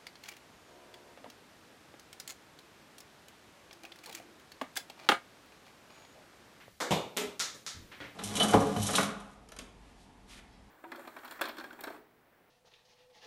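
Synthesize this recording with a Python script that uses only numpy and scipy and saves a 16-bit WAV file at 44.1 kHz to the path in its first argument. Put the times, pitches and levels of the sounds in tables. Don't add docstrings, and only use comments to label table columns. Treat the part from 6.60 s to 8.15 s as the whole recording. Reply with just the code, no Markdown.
import sys
import numpy as np
from scipy import signal
from scipy.fft import rfft, irfft, next_fast_len
from scipy.io import wavfile
from scipy.ndimage import uniform_filter1d

SR = 44100
rng = np.random.default_rng(int(sys.argv[2]) if len(sys.argv) > 2 else 0)


def inscribe(sig):
    pcm = np.round(np.clip(np.atleast_2d(sig).T, -1, 1) * 32767)
    wavfile.write(sys.argv[1], SR, pcm.astype(np.int16))


N = 68355

# frequency_hz, level_db
FLOOR_SPECTRUM = [(40, -28.5), (130, -17), (400, -12.5), (580, -15.5), (740, -34), (1400, -39), (5000, -66)]
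PIVOT_HZ = 5100


def knocks():
    # start_s, body_db, low_edge_hz, high_edge_hz,
    # crack_db, tilt_db_per_octave, bright_db, direct_db, board_db, hollow_db
    blows = [(0.202, 9, 256, 1530, 3.5, -2.5, -27, -17, -40.5, -73),
             (.3075, 18, 105.4, 1008, 4, 0, 8.5, -12.5, -31.5, -67),
             (.566, 2, 172, 556, -2, -3.5, 4, -13.5, -73, -36),
             (0.5711, -12, 227, 2360, 0, 5, -17, 0, -81, -55),
             (.577, -16, 298, 2300, -7.5, -3.5, -6, 0, -56, -65),
             (.614, 0.5, 200, 544, -23, -10, -26, -6, -69, -36.5)]
    # frequency_hz, level_db
    crack_spectrum = [(100, -29.5), (700, -6), (1650, -3), (2150, -1), (2700, -12), (3400, -3.5),
                      (4400, -4), (7300, -4.5), (10000, -12), (12500, -13), (15000, -25)]
    # pitch_hz, level_db, t60_s
    board_modes = [(158.3, 3, 0.29), (190, -1.5, 0.4), (336, -2, 0.19), (494, 1.5, 0.41), (566.5, -2, 0.27),
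                   (734, -6, 0.15), (718, -21, 0.57), (1010, -16, 0.43), (967, 1, 0.21), (2880, -10, 0.37),
                   (3542, -7, 0.24), (3650, -8, 0.47)]
    hollow_modes = [(188.5, -14, 0.44), (251.4, -5.5, 0.27), (408.5, 3, 0.33), (432.4, 5.5, 0.18),
                    (609.6, -5, 0.32), (1326, -6, 0.13), (2050, -9, 0.26), (2640, -4, 0.081),
                    (7050, -4.5, 0.09)]
    bright_hz, half_width_octaves = 2820, 0.44
    out, f = np.zeros(N), grid() + 1
    for s, body_db, low_hz, high_hz, crack_db, tilt, bright_db, direct_db, board_db, hollow_db in blows:
        body = amp(body_db) / np.hypot(1, (f / high_hz) ** 6)
        crack = shape(crack_spectrum) * amp(crack_db + tilt * np.log2(f / PIVOT_HZ))
        bright = amp(bright_db) / np.hypot(1, (np.log2(f / bright_hz) / half_width_octaves) ** 4)
        low_cut = 1 / np.hypot(1, (low_hz / f) ** 5.1)
        strike = contact(np.sqrt(body ** 2 + crack ** 2 + bright ** 2) * low_cut, direct_db)
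        boards = amp(board_db) * ring(board_modes, low_hz)
        hollow = amp(hollow_db) * ring(hollow_modes)
        add(out, s, strike + boards + hollow)
    return out


def bounces():
    # start_s, level_db, direct_db, weight_db, tilt_db_per_octave
    landings = [(0.7946, 2, -8, -25, 3.5), (0.799, 5.5, -7.5, 3.5, -1.17), (0.946, -20.5, -6.5, 26, 9),
                (1.064, -1, -8.5, 3.5, -0.6)]
    # frequency_hz, level_db
    click_spectrum = [(100, -33), (900, -9.5), (1400, -3.5), (2100, -4.5), (2800, -7.5), (3700, 0),
                      (5500, -1), (6900, -1), (8000, -8), (10500, -13.5), (12500, -22.5), (15000, -27)]
    # pitch_hz, level_db, t60_s
    object_modes = [(1324, -43.5, 0.28), (1416, -48, 0.26), (1690, -80, 0.17), (3660, -51.5, 0.5),
                    (4100, -61, 0.42), (4240, -52, 0.22), (5400, -41, 0.14), (5515, -45, 0.22),
                    (5797, -44, 0.18), (6800, -46, 0.4)]
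    out = np.zeros(N)
    for s, db, direct_db, weight_db, tilt in landings:
        click = shape(click_spectrum) * amp(tilt * np.log2((grid() + 1) / PIVOT_HZ))
        gain = np.hypot(click, amp(weight_db) * shape(FLOOR_SPECTRUM))
        add(out, s, amp(db) * (contact(gain, direct_db) + amp(-4.5) * ring(object_modes)))
    return out


def distant_taps():
    # start_s, level_db, weight_db, direct_db, ring_db
    taps = [(.001, -10.5, -3, -12, -71), (1.315, -4.5, 7.5, -18, -75), (1.4026, -1.5, 12, -10, -51),
            (1.441, -6.5, -1, -8, -85), (1.482, -23, -13, 4, -77)]
    # frequency_hz, level_db
    tick_spectrum = [(100, -22), (750, -6), (1100, -5), (1500, -3.5), (2100, -1), (2700, -6.5),
                     (3200, -7.5), (4500, -14.5), (7000, -26.5), (14000, -39)]
    # pitch_hz, level_db, t60_s
    tapped_modes = [(119.5, -1.5, 0.73), (292, 2.5, .45), (436, -2, 0.35), (545, -0.5, 0.36),
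                    (1450, 1.5, 0.28), (1930, 10, 0.13), (2139, -2, 0.26), (3330, 10, 0.083)]
    out = np.zeros(N)
    for s, db, weight_db, direct_db, ring_db in taps:
        gain = np.hypot(shape(tick_spectrum), amp(weight_db) * shape(FLOOR_SPECTRUM))
        add(out, s, amp(db) * contact(gain, direct_db) + amp(ring_db) * ring(tapped_modes))
    return out


def footfalls():
    # start_s, level_db
    steps = [(0.124, -6), (0.309, 9), (0.658, -1.5), (1.147, 9), (1.185, 5.5), (1.408, 0)]
    # frequency_hz, level_db
    thud_spectrum = [(25, -14), (60, -8), (95, -1.5), (150, -12.5), (300, -16), (600, -29), (2000, -48),
                     (8000, -61)]
    # pitch_hz, level_db, t60_s
    joist_modes = [(91, -58.5, 0.21)]
    out = np.zeros(N)
    for s, db in steps:
        thud = contact(shape(thud_spectrum), direct_db=-12)
        add(out, s, amp(db) * (thud + ring(joist_modes)))
    return out


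def microphone_bump(start_s=0.081, level_db=-7):
    # frequency_hz, level_db
    case_spectrum = [(30, -27), (110, 2.5), (250, -15.5), (550, 0), (900, -13), (2500, -28), (8000, -41)]
    out = np.zeros(N)
    add(out, start_s, coloured([amp(level_db)], shape(case_spectrum)))
    return out


def ring(modes, low_hz=20):
    t = np.arange(N) / SR
    rise_s = 0.0056
    waves = np.zeros(N)
    for hz, db, t60_s in modes:
        strength = amp(db) / np.hypot(1, (low_hz / hz) ** 4)
        waves += strength * amp(-60 * t / t60_s) * np.sin(2 * np.pi * (hz * t + rng.random()))
    return waves * (1 - np.exp(-t / rise_s))


def contact(gain, direct_db):
    # delay_s, level_db
    wall_echoes = [(.0067, -21.5), (.0108, -19.5), (0.012, -19.5), (0.0165, -19), (.022, -33.5)]
    scatter_s = 0.0005
    contact_s = 0.001221
    f = grid()
    lag_s = contact_s * (1 - f / f[-1])
    click = irfft(np.exp(-2j * np.pi * np.cumsum(lag_s) * f[1]))[:N]
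    at_microphone = room_tail() + amp(direct_db) * click
    for delay_s, db in wall_echoes:
        add(at_microphone, delay_s + scatter_s * rng.standard_normal(), amp(db) * click)
    return coloured(at_microphone, gain)


def room_tail():
    # frequency_hz, t60_s
    decay_times = [(60, 0.46), (150, 0.5), (500, 0.56), (1500, 0.47), (4000, 0.4), (7000, 0.34),
                   (10000, 0.3), (15000, 0.29)]
    build_s, mixing_s, spiky_db = 0.0039, 0.018, 8.5
    even_hz = 95
    t = np.arange(N) / SR
    spread = np.log(amp(spiky_db)) * np.exp(-t / mixing_s)
    signs = rng.choice([-1, 1], N)
    sizes = np.exp(spread * np.clip(rng.standard_normal(N), -2, 2) - spread ** 2 / 2)
    hz, s, frames = signal.stft(signs * sizes, SR, nperseg=256)
    decay = amp(-60 * s / along(decay_times, hz)[:, None])
    tail = signal.istft(frames * decay, SR, nperseg=256)[1][:N]
    m = 2 * next_fast_len(N)
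    spectrum = rfft(tail, m)
    band_power = uniform_filter1d(np.abs(spectrum) ** 2, size=round(even_hz * m / SR))
    tail = irfft(spectrum / np.sqrt(np.abs(band_power)), m)[:N]
    tail *= 1 - np.exp(-t / build_s)
    return tail / np.linalg.norm(tail)


def room_tone():
    # frequency_hz, level_db
    air_spectrum = [(25, -68.5), (100, -64.5), (300, -69.5), (600, -60), (1500, -68.5), (4000, -61.5),
                    (8000, -66.5), (15000, -69.5)]
    rustle_spectrum = [(40, -58), (150, -45), (400, -50), (800, -59), (2000, -58.5), (10000, -75)]
    # time_s, gain_db
    rustle_levels = [(0, 2.5), (.18, -8), (.9, -4), (1.099, -2), (1.272, 3), (1.55, -1)]
    air = coloured(rng.standard_normal(N), shape(air_spectrum))
    rustle = coloured(rng.standard_normal(N), shape(rustle_spectrum))
    gain_db = np.interp(np.arange(N) / SR, *np.transpose(rustle_levels))
    return air + amp(gain_db) * rustle


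def amp(db):
    return 10 ** (np.asarray(db) / 20)


def along(points, hz):
    f, values = np.transpose(points)
    return np.interp(np.log(hz + 1), np.log(f + 1), values)


def grid():
    return np.fft.rfftfreq(2 * next_fast_len(N), 1 / SR)


def shape(points):
    return amp(along(points, grid()))


def coloured(x, gain):
    cepstrum = irfft(np.log(np.maximum(gain, 1e-6)))
    m = len(cepstrum)
    cepstrum[1:m // 2] *= 2
    cepstrum[m // 2 + 1:] = 0
    return irfft(rfft(x, m) * np.exp(rfft(cepstrum)), m)[:N]


def add(out, start_s, x):
    i = max(0, round(start_s * SR))
    out[i:] += x[:N - i]


def scene():
    return (knocks() + bounces() + distant_taps() + footfalls() + microphone_bump() + room_tone())[None]


def record(dry):
    f, top_hz = grid(), 15500
    return irfft(rfft(dry, 2 * (len(f) - 1)) * (f < top_hz))[:, :N]


dry = scene()
out = record(dry)
inscribe(out)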